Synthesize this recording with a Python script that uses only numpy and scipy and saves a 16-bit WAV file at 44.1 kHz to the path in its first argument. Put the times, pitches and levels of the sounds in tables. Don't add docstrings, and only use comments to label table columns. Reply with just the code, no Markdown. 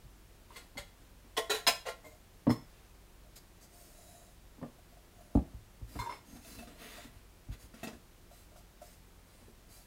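import sys
import numpy as np
from scipy import signal
from scipy.fft import rfft, irfft
from scipy.io import wavfile
from scipy.ndimage import uniform_filter1d

SR = 44100
rng = np.random.default_rng(int(sys.argv[2]) if len(sys.argv) > 2 else 0)


def transcribe(signal):
    frames = np.atleast_2d(signal).T
    limited = np.clip(frames, -1, 1)
    pcm = np.round(limited * 32767).astype(np.int16)
    wavfile.write(sys.argv[1], SR, pcm)


def voltage_ratio(level):
    return 10 ** (np.asarray(level, float) / 20)


N = 434826

# f/Hz, level/dB (per Hz)
CRACK = [(280, -25.5), (480, 5), (1030, -4), (3970, 1), (5810, -6.5), (6630, -1.5), (14000, -10),
         (16000, -14)]
# f/Hz, level/dB (per Hz)
SCUFF = [(240, -28), (400, -2), (1710, -6.5), (2320, -15), (2630, -12), (7280, -13.5), (16000, -22.5)]
# f/Hz, level/dB, time to fall by 60 dB t60/s
CAVITY = [(594, -8, 0.12), (697, -6, 0.13), (1415, -23, 0.074)]
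# f/Hz, level/dB, t60/s
UNDER_POT = [(65, 1.5, 0.22), (106, 1.5, 0.058), (158.5, -10.5, 0.37), (204, 5, 0.11), (290.4, 6.5, 0.1),
             (359.4, -11, 0.29), (482, -0.5, 0.063), (568, -19, 0.47), (745, -10, 0.12), (966, -10, 0.054)]


def evened(x):
    return x / np.sqrt(np.mean(x ** 2) + 1e-20)


def read(points, hz):
    f, value = np.transpose(points)
    return np.interp(np.log(hz + 1), np.log(f + 1), value)


def coloured(x, points):
    hz = np.fft.rfftfreq(len(x), 1 / SR)
    return irfft(rfft(x) * voltage_ratio(read(points, hz)), len(x))


def filtered(x, order, hz, kind):
    return signal.sosfilt(signal.butter(order, hz, kind, fs=SR, output="sos"), x)


def add(mix, s, sound):
    part = mix[round(s * SR):][:len(sound)]
    part += sound[:len(part)]


def ring(modes, grip, tilt_db=0, spot_db=0, pair=0):
    hz, db, t60 = np.transpose(modes)[:, :, None]
    t = np.arange(12000) / SR
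    sign = (-1) ** np.arange(len(modes))[:, None]
    t60 = np.minimum(t60, 0.35) * max(grip, 0.1)
    swing = np.sin(2 * np.pi * hz * t)
    swing = swing + 0.54 * np.sin(2 * np.pi * hz * (1 + pair) * t) * np.any(pair)
    level_db = db + spot_db + tilt_db * np.log2(hz / 1500) - 60 * t / t60
    return (sign * voltage_ratio(level_db) * swing).sum(0)


def dense(points, t60):
    t = np.arange(12000) / SR
    noise = evened(coloured(rng.standard_normal(len(t)), points))
    return evened(noise * voltage_ratio(-60 * t / t60) * (1 - np.exp(-t / 0.00026)))


def grit(size, spread_db):
    strength = np.minimum(rng.exponential(1, size), 5)
    return evened(rng.standard_normal(size) * voltage_ratio(spread_db * strength))


def rings_of(x, peaks):
    total = 0
    for hz, width, db in peaks:
        total = total + voltage_ratio(db) * signal.lfilter(*signal.iirpeak(hz, hz / max(width, 5), SR), x)
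    return evened(total)


def metal(hits, modes, upper, crack_db, spot_db, usual_db, rise_ms, rattle_ms):
    out, t = np.zeros(N), np.arange(8000) / SR
    rise = np.minimum(t / (max(rise_ms, 0.2) / 1000), 1) ** 1.2
    swell = rise * np.exp(-t / (max(rattle_ms, 1) / 1000))
    first = (t == 0) / max(rise_ms, 1)
    for s, db, treble_db, grip in hits:
        tilt_db = np.clip((treble_db - usual_db) / 2, -9, 6)
        rattle = swell * grit(len(t), spread_db=3.0)
        spot, split = rng.standard_normal((2, len(modes), 1))
        clear = ring(modes, grip, tilt_db, spot_db * spot, 0.0088 * split)
        tilted_upper = [(f, g + tilt_db * np.log2(f / 1500)) for f, g in upper]
        crack = dense(tilted_upper, t60=0.06)
        sound = signal.fftconvolve(rattle + 44.7 * first, evened(clear))
        sound += voltage_ratio(crack_db) * signal.fftconvolve(rattle + 10.0 * first, crack)
        add(out, s, voltage_ratio(db) * sound / abs(sound).max())
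    return out


def bowl_in_pot():
    # f/Hz, level/dB, t60/s
    upright = [(767, -10.5, 0.46), (1410, -5.5, 1.1), (2092, 8, 0.14), (2910, -3, 0.26), (3340, 2, 0.16),
               (3950, -3, 0.36), (4430, 8, 0.056), (6500, -5, 0.24), (8550, -7, 0.14), (8990, -9, 0.14)]
    seated = [(536, -14, .15), (664, -2.5, 0.23), (1050, -2, 0.12), (1360, -14, .15), (1850, 0.5, .11),
              (1940, 1, 0.12), (2090, -7, .3), (3030, -3, .09), (3360, -3, .13), (4140, -4, 0.1),
              (5330, -6, .11), (6700, -10, .15), (8300, -19, .12)]
    tilted = [(434, -6, 0.31), (700, -7.5, .4), (1045, -11, 0.4), (1389, -11, 0.56), (1670, -13, .28),
              (1860, -11, 0.3), (2170, -10, .25), (3068, -18, .3), (3951, -4.5, .5), (5370, -14, .33),
              (6800, -25, .3)]
    loose = [(686, 1, 0.35), (1026, 5.5, 0.26), (1384, -13, 0.52), (1740, -3, .16), (2197, 4, 0.15),
             (2800, -3, .22), (3025, -8, .13), (3640, 7, 0.14), (4066, 12.5, 0.2), (4580, -12, .24),
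             (5082, 8.5, 0.18), (6659, -13, .2), (8750, -22, .2)]
    freed = [(475, -9, 0.23), (676, -3, 0.082), (1063, -8, 0.18), (1387, -14, .5), (1910, -3, 0.11),
             (2090, -11, 0.22), (2428, -8, .22), (3260, -7, .1), (3941, -3, 0.18), (4550, -15, .16),
             (7300, -23, .1), (8624, -16, .2)]
    # t/s, peak level/dB, treble minus peak level/dB, grip (factor on the ring time)
    upright_hits = [
        (0.542, -53, -2, 0.9),
        (0.56, -37.5, -5, 0.47),
        (0.772, -29.5, -8.5, 0.55),
    ]
    seated_hits = [
        (1.367, -20.5, -5, 0.58),
        (1.371, -22, -20.5, 0.78),
    ]
    tilted_hits = [
        (1.496, -19, -8, 0.22),
        (1.539, -27.5, -6, 1),
    ]
    loose_hits = [
        (1.667, -12.5, -6.5, 0.32),
        (1.676, -25.5, -10, 0.41),
        (1.699, -38, -10, 0.55),
        (3.358, -47, 3, 0.37),
    ]
    freed_hits = [
        (1.854, -29, -10, 1),
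        (1.874, -28.5, -10.5, 0.9),
    ]
    # knocks, ring, crack level/dB, rise/ms, rattle/ms
    stages = [(upright_hits, upright, 1.9, 4.5, 19), (seated_hits, seated, 1.8, 8, 13),
              (tilted_hits, tilted, 3.5, 5.5, 25), (loose_hits, loose, 3.0, 5.5, 14.5),
              (freed_hits, freed, 1.5, 14, 17.5)]
    out = np.zeros(N)
    for hits, modes, crack_db, rise_ms, rattle_ms in stages:
        out += metal(hits, modes, CRACK, crack_db, 1.0, -3.5, rise_ms, rattle_ms)
    return filtered(out, 2, 330, "highpass")


def free_bowl():
    # f/Hz, level/dB, t60/s
    lifted = [(294, 0, 0.085), (455, -2, 0.15), (624, 0.5, 0.11), (1025, -1, 0.064), (2113, -7, 0.32),
              (7800, -31, .1)]
    lying = [(430, 5.5, 0.085), (1068, 13.5, 0.071), (1950, -2, .24), (2160, -8, .4), (3470, -29, 0.15),
             (4170, -16, 0.23), (5276, -7.5, .4), (7321, -32, 0.25)]
    # t/s, peak level/dB, treble minus peak level/dB, grip (factor on the ring time)
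    lifted_hits = [
        (2.043, -42, -12, 0.78),
        (2.057, -45, -1, 0.69),
    ]
    lying_hits = [
        (0.559, -49.5, -7, 0.51),
        (2.469, -27, -28, 0.35),
        (2.494, -34, -1, 0.53),
        (2.503, -24, -3.5, 0.3),
    ]
    out = metal(lifted_hits, lifted, CRACK, -9.5, 1.7, -17.0, rise_ms=3.9, rattle_ms=21)
    return out + metal(lying_hits, lying, CRACK, -10.0, 1.0, -10.5, rise_ms=2.56, rattle_ms=19)


def pot():
    # f/Hz, level/dB, t60/s
    pot_modes = [(233.8, 15.5, 0.18), (473, 0.5, 0.082), (662, 4, 0.22), (1368, -3.5, 0.14),
                 (1890, -3, 0.13), (2627, -3.5, 0.17), (3625, -2, .1), (5200, -26, .06)]
    # t/s, peak level/dB, treble minus peak level/dB, grip (factor on the ring time)
    pot_hits = [(4.627, -35.5, -31, 0.66), (5.953, -38.5, -17, 1), (6.356, -44, -13, 0.64),
                (6.448, -48, -1, 0.61), (6.588, -39, -7, 0.99), (6.673, -42.5, -8, 0.4),
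                (6.817, -42, -1, 0.51), (6.969, -50, -1, 0.57), (7.522, -49.5, -8, 0.57),
                (7.739, -42.5, -8, 0.48), (7.831, -31.5, -7, 0.85), (7.872, -31, -13.5, 0.24),
                (7.929, -44, -11, 0.98), (9.414, -52.5, -16, 1), (9.482, -48.5, -28, 0.38)]
    # t/s, peak level/dB
    taps = [(4.15, -50.5), (4.784, -54.5), (4.923, -54), (4.968, -53.5), (5.207, -50.5), (6.623, -44.5),
            (6.981, -44), (8.312, -49.5), (8.517, -54), (8.559, -48.5), (8.816, -41)]
    soft_hits = [(s, db, -30, 0.75) for s, db in taps]
    out = metal(pot_hits, pot_modes, SCUFF, -0.76, 5.6, -8.5, rise_ms=1.7, rattle_ms=16)
    return out + metal(soft_hits, CAVITY, SCUFF, -5.0, 1.5, -34.0, rise_ms=1.9, rattle_ms=13.4)


def handle():
    # f/Hz, level/dB, t60/s
    wire = [(936, 2.5, 0.083), (1028, 8, 0.052), (1577, -9, 0.084), (2130, -5.5, 0.1), (3573, -18.5, 0.48),
            (4167, -13.5, 0.22), (5281, -16, 0.25), (7380, -23, .3), (10960, -21, 0.33)]
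    # t/s, peak level/dB, treble minus peak level/dB, grip (factor on the ring time)
    wire_hits = [
        (0.505, -48, -31, 0.4),
        (5.99, -29, -4, 0.63),
        (6.015, -33, -20, 0.29),
        (6.039, -39.5, -11.5, 0.78),
        (6.06, -31.5, -13.5, 0.95),
        (6.095, -32, -15.5, 0.52),
        (6.124, -36, -17, 0.2),
        (6.149, -55, 4, 0.95),
    ]
    return metal(wire_hits, wire, SCUFF, -8.0, 2.3, -9.0, rise_ms=2.7, rattle_ms=24.0)


def push(pushes, modes, wood_db, contact_ms):
    # f/Hz, level/dB (per Hz)
    wood = [(300, -25), (500, 4), (690, -0.5), (1050, -6), (1500, -22.5), (2200, -21), (5000, -28),
            (11000, -70)]
    out = np.zeros(N)
    u = np.arange(600) / SR / (max(contact_ms, 0.05) / 1000)
    for s, db, grip in pushes:
        sound = evened(signal.fftconvolve(u * np.exp(-u), ring(modes, grip)))
        front = signal.fftconvolve(np.exp(-3.5 * u), dense(wood, 0.12 * grip))
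        sound += voltage_ratio(wood_db) * evened(front)
        add(out, s, voltage_ratio(db) * sound / abs(sound).max())
    return out


def table_top():
    # f/Hz, level/dB, t60/s
    under_bowl = [(114.8, -11.5, 0.9), (150, -9.5, 0.59), (210, 1, 0.1), (237.3, 1.5, 0.22),
                  (280.8, 1, 0.15), (353, -6, 0.055), (452, -15, 0.29), (650, -22, 0.4), (840, -15, 0.088),
                  (932, -6, 0.12)]
    under_hand = [(51, 7.5, 0.17), (68.6, 6.5, 0.12), (107.8, -2, 0.68), (165, -9, 0.12), (242, -5, 0.06)]
    # t/s, peak level/dB, grip (factor on the ring time)
    bowl_pushes = [
        (0.755, -43, 0.55),
        (1.241, -51.5, 0.9),
        (1.666, -38.5, 0.98),
        (2.468, -15, 0.85),
        (2.496, -20, 0.1),
        (2.505, -19.5, 0.19),
        (4.579, -47, 0.64),
        (4.615, -38, 0.39),
        (4.627, -34.5, 0.95),
        (7.043, -45, 0.95),
    ]
    pot_pushes = [
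        (5.352, -12, 0.57),
        (5.373, -14.5, 0.27),
        (5.388, -25, 0.49),
        (5.955, -32, 0.95),
        (6.328, -42, 0.58),
        (6.574, -43, 1),
        (7.86, -48, 0.81),
    ]
    hand_pushes = [
        (0.049, -47, 0.23),
        (0.781, -46.5, 0.87),
        (5.079, -54, 0.8),
        (5.534, -37, 1),
        (5.814, -35, 0.65),
        (5.988, -32, 0.43),
        (7.151, -49, 0.73),
        (7.487, -32, 0.47),
        (7.509, -36.5, 0.33),
        (7.629, -48, 0.8),
    ]
    out = push(bowl_pushes, under_bowl, -12.0, contact_ms=0.28)
    out += push(pot_pushes, UNDER_POT, -16.0, contact_ms=0.65)
    return out + push(hand_pushes, under_hand, -29.5, contact_ms=0.33)


def rub(strokes, mix_db, ringing, skew):
    # f/Hz, level/dB (per Hz)
    fizz_colour = [(1760, -46), (3000, -44), (4030, 1.5), (5600, -2), (6600, 4), (14800, -2.5), (16000, -6)]
    # f/Hz, width/Hz, level/dB
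    fizz_peaks = [(2350, 21, -7.5), (3970, 30, 10), (4700, 54, 10), (5220, 20, 10), (6480, 70, -3),
                  (8760, 45, -10), (10300, 64, -5), (12500, 60, -7)]
    wall_peaks = [(455, 38, 7.5), (1180, 44, -4), (1405, 15, 7), (1636, 35, -7), (1950, 120, -2.5),
                  (2650, 68, -4), (3440, 160, -5), (5370, 65, -13)]
    bands_hz = np.arange(1600, 16400, 400)

    def shifted(peaks):
        return [(hz * rng.uniform(0.98, 1.02), w, db + 4 * rng.standard_normal()) for hz, w, db in peaks]

    out = np.zeros(N)
    for s, length, slip_db, press_db in strokes:
        levels_db = np.add(mix_db, [slip_db, slip_db, press_db, press_db])
        size = min(round(length * SR), 20000)
        waver = evened(uniform_filter1d(rng.standard_normal(20000), 700))
        slip = grit(20000, spread_db=1.5) * voltage_ratio(0.74 * waver)
        stroke_shape = np.sin(np.pi * np.linspace(0, 1, size) ** skew)
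        slip = np.pad(slip[:size] * stroke_shape, (0, 4096))
        bands = [(hz, db + 3.5 * rng.standard_normal()) for hz, db in zip(bands_hz, read(fizz_colour, bands_hz))]
        fizz = evened(coloured(slip, bands)) + ringing * rings_of(slip, shifted(fizz_peaks))
        wall = 1.75 * evened(filtered(slip, 2, [1000, 3600], "bandpass"))
        wall += rings_of(slip, shifted(wall_peaks))
        cavity = signal.fftconvolve(slip, ring(CAVITY, 0.58))[:len(slip)]
        rumble = signal.fftconvolve(slip, ring(UNDER_POT, 0.58))[:len(slip)]
        parts = zip(levels_db, (fizz, wall, cavity, rumble))
        longer = np.sqrt(len(slip) / size)
        add(out, s, longer * sum(voltage_ratio(db) * evened(x) for db, x in parts))
    return out


def rubbing():
    # t/s, length/s, slip level/dB, pressure level/dB
    slides = [(2.029, 0.17, -75, -72), (3.235, 0.08, -92, -77), (3.355, 0.04, -68, -82),
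              (3.607, 0.072, -71, -79), (3.701, 0.35, -67, -72.5), (3.93, 0.46, -67, -70),
              (5.116, 0.33, -78, -73.5), (5.344, 0.036, -77.5, -61), (8.565, 0.061, -76.5, -81),
              (9.688, .19, -66.5, -80)]
    brushes = [(5.872, 0.22, -66, -63), (6.251, 0.22, -69.5, -62), (6.41, 0.28, -61.5, -61.5),
               (7.587, 0.097, -70, -71), (8.303, .18, -72.5, -75), (8.8, .21, -70.5, -83),
               (9.249, 0.29, -76.5, -88)]
    scrapes = [(.479, 0.22, -70, -67.5), (.953, 0.15, -81, -75.5), (2.622, 0.34, -77.5, -79),
               (6.074, 0.13, -67, -67), (6.602, 0.31, -70.5, -63), (6.768, 0.21, -60, -61.5),
               (6.888, .22, -60.5, -65), (7.049, 0.22, -77.5, -75), (7.511, 0.058, -70.5, -76),
               (7.726, 0.2, -69, -69), (7.875, 0.1, -80, -60)]
    # fizz/dB and wall/dB over slip, cavity/dB and table/dB over pressure
    slide_mix = (0.5, -11, 0.5, -25)
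    brush_mix = (1.5, -5, -16.5, -2.5)
    scrape_mix = (-3, 0, -8.5, -5)
    out = rub(slides, slide_mix, ringing=0.35, skew=0.6)
    out += rub(brushes, brush_mix, ringing=0.36, skew=0.7)
    return out + rub(scrapes, scrape_mix, ringing=0.32, skew=0.8)


def room(x):
    # f/Hz, t60/s
    echo_times = [(100, 0.19), (500, 0.3), (2000, 0.33), (8000, 0.31), (16000, 0.29)]
    taps = np.zeros(SR // 2)
    at = np.arange(200, len(taps) - 20, 20)
    taps[at + rng.integers(0, 20, len(at))] = rng.choice([-1., 1.], len(at))
    hz, t, z = signal.stft(taps, SR, nperseg=256)
    t60 = np.maximum(read(echo_times, hz), 0.03)[:, None]
    tail = signal.istft(z * voltage_ratio(-60 * t / t60), SR, nperseg=256)[1]
    return signal.fftconvolve(x, tail / np.linalg.norm(tail))[:N]


def air():
    # f/Hz, level/dB (per Hz)
    hiss = [(8.8, -43.5), (15, -11.5), (45, -5.5), (142, -12), (628, -20.5), (1790, -26), (5500, -31),
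            (16000, -34.5)]
    # f/Hz, level/dB (rms)
    hum = [(29, -66.5), (48.4, -63), (91.5, -71.5), (178, -75), (350, -77)]
    t = np.arange(N) / SR
    out = voltage_ratio(-61.0) * evened(coloured(rng.standard_normal(N), hiss))
    for hz, db in hum:
        slow = uniform_filter1d(uniform_filter1d(rng.standard_normal(N), 5000), 5000)
        waver = evened(slow)
        out += voltage_ratio(db + 2 + 1.7 * waver) * np.sin(2 * np.pi * hz * t + 0.51 * waver[::-1])
    return out


def scene():
    near = bowl_in_pot() + free_bowl() + pot() + handle() + table_top() + rubbing()
    near = filtered(near, 2, 45, "highpass")
    return (near + voltage_ratio(-10.0) * room(near) + air())[None]


def band_limit(x):
    return signal.sosfilt(signal.butter(12, 16310, fs=SR, output="sos"), x)


def record(dry):
    lowpass = signal.firwin(1023, 15850, window=("kaiser", 9), fs=SR)
    limited = signal.oaconvolve(dry, lowpass[None], "same")
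    return band_limit(limited)


dry = scene()
out = record(dry)
transcribe(out)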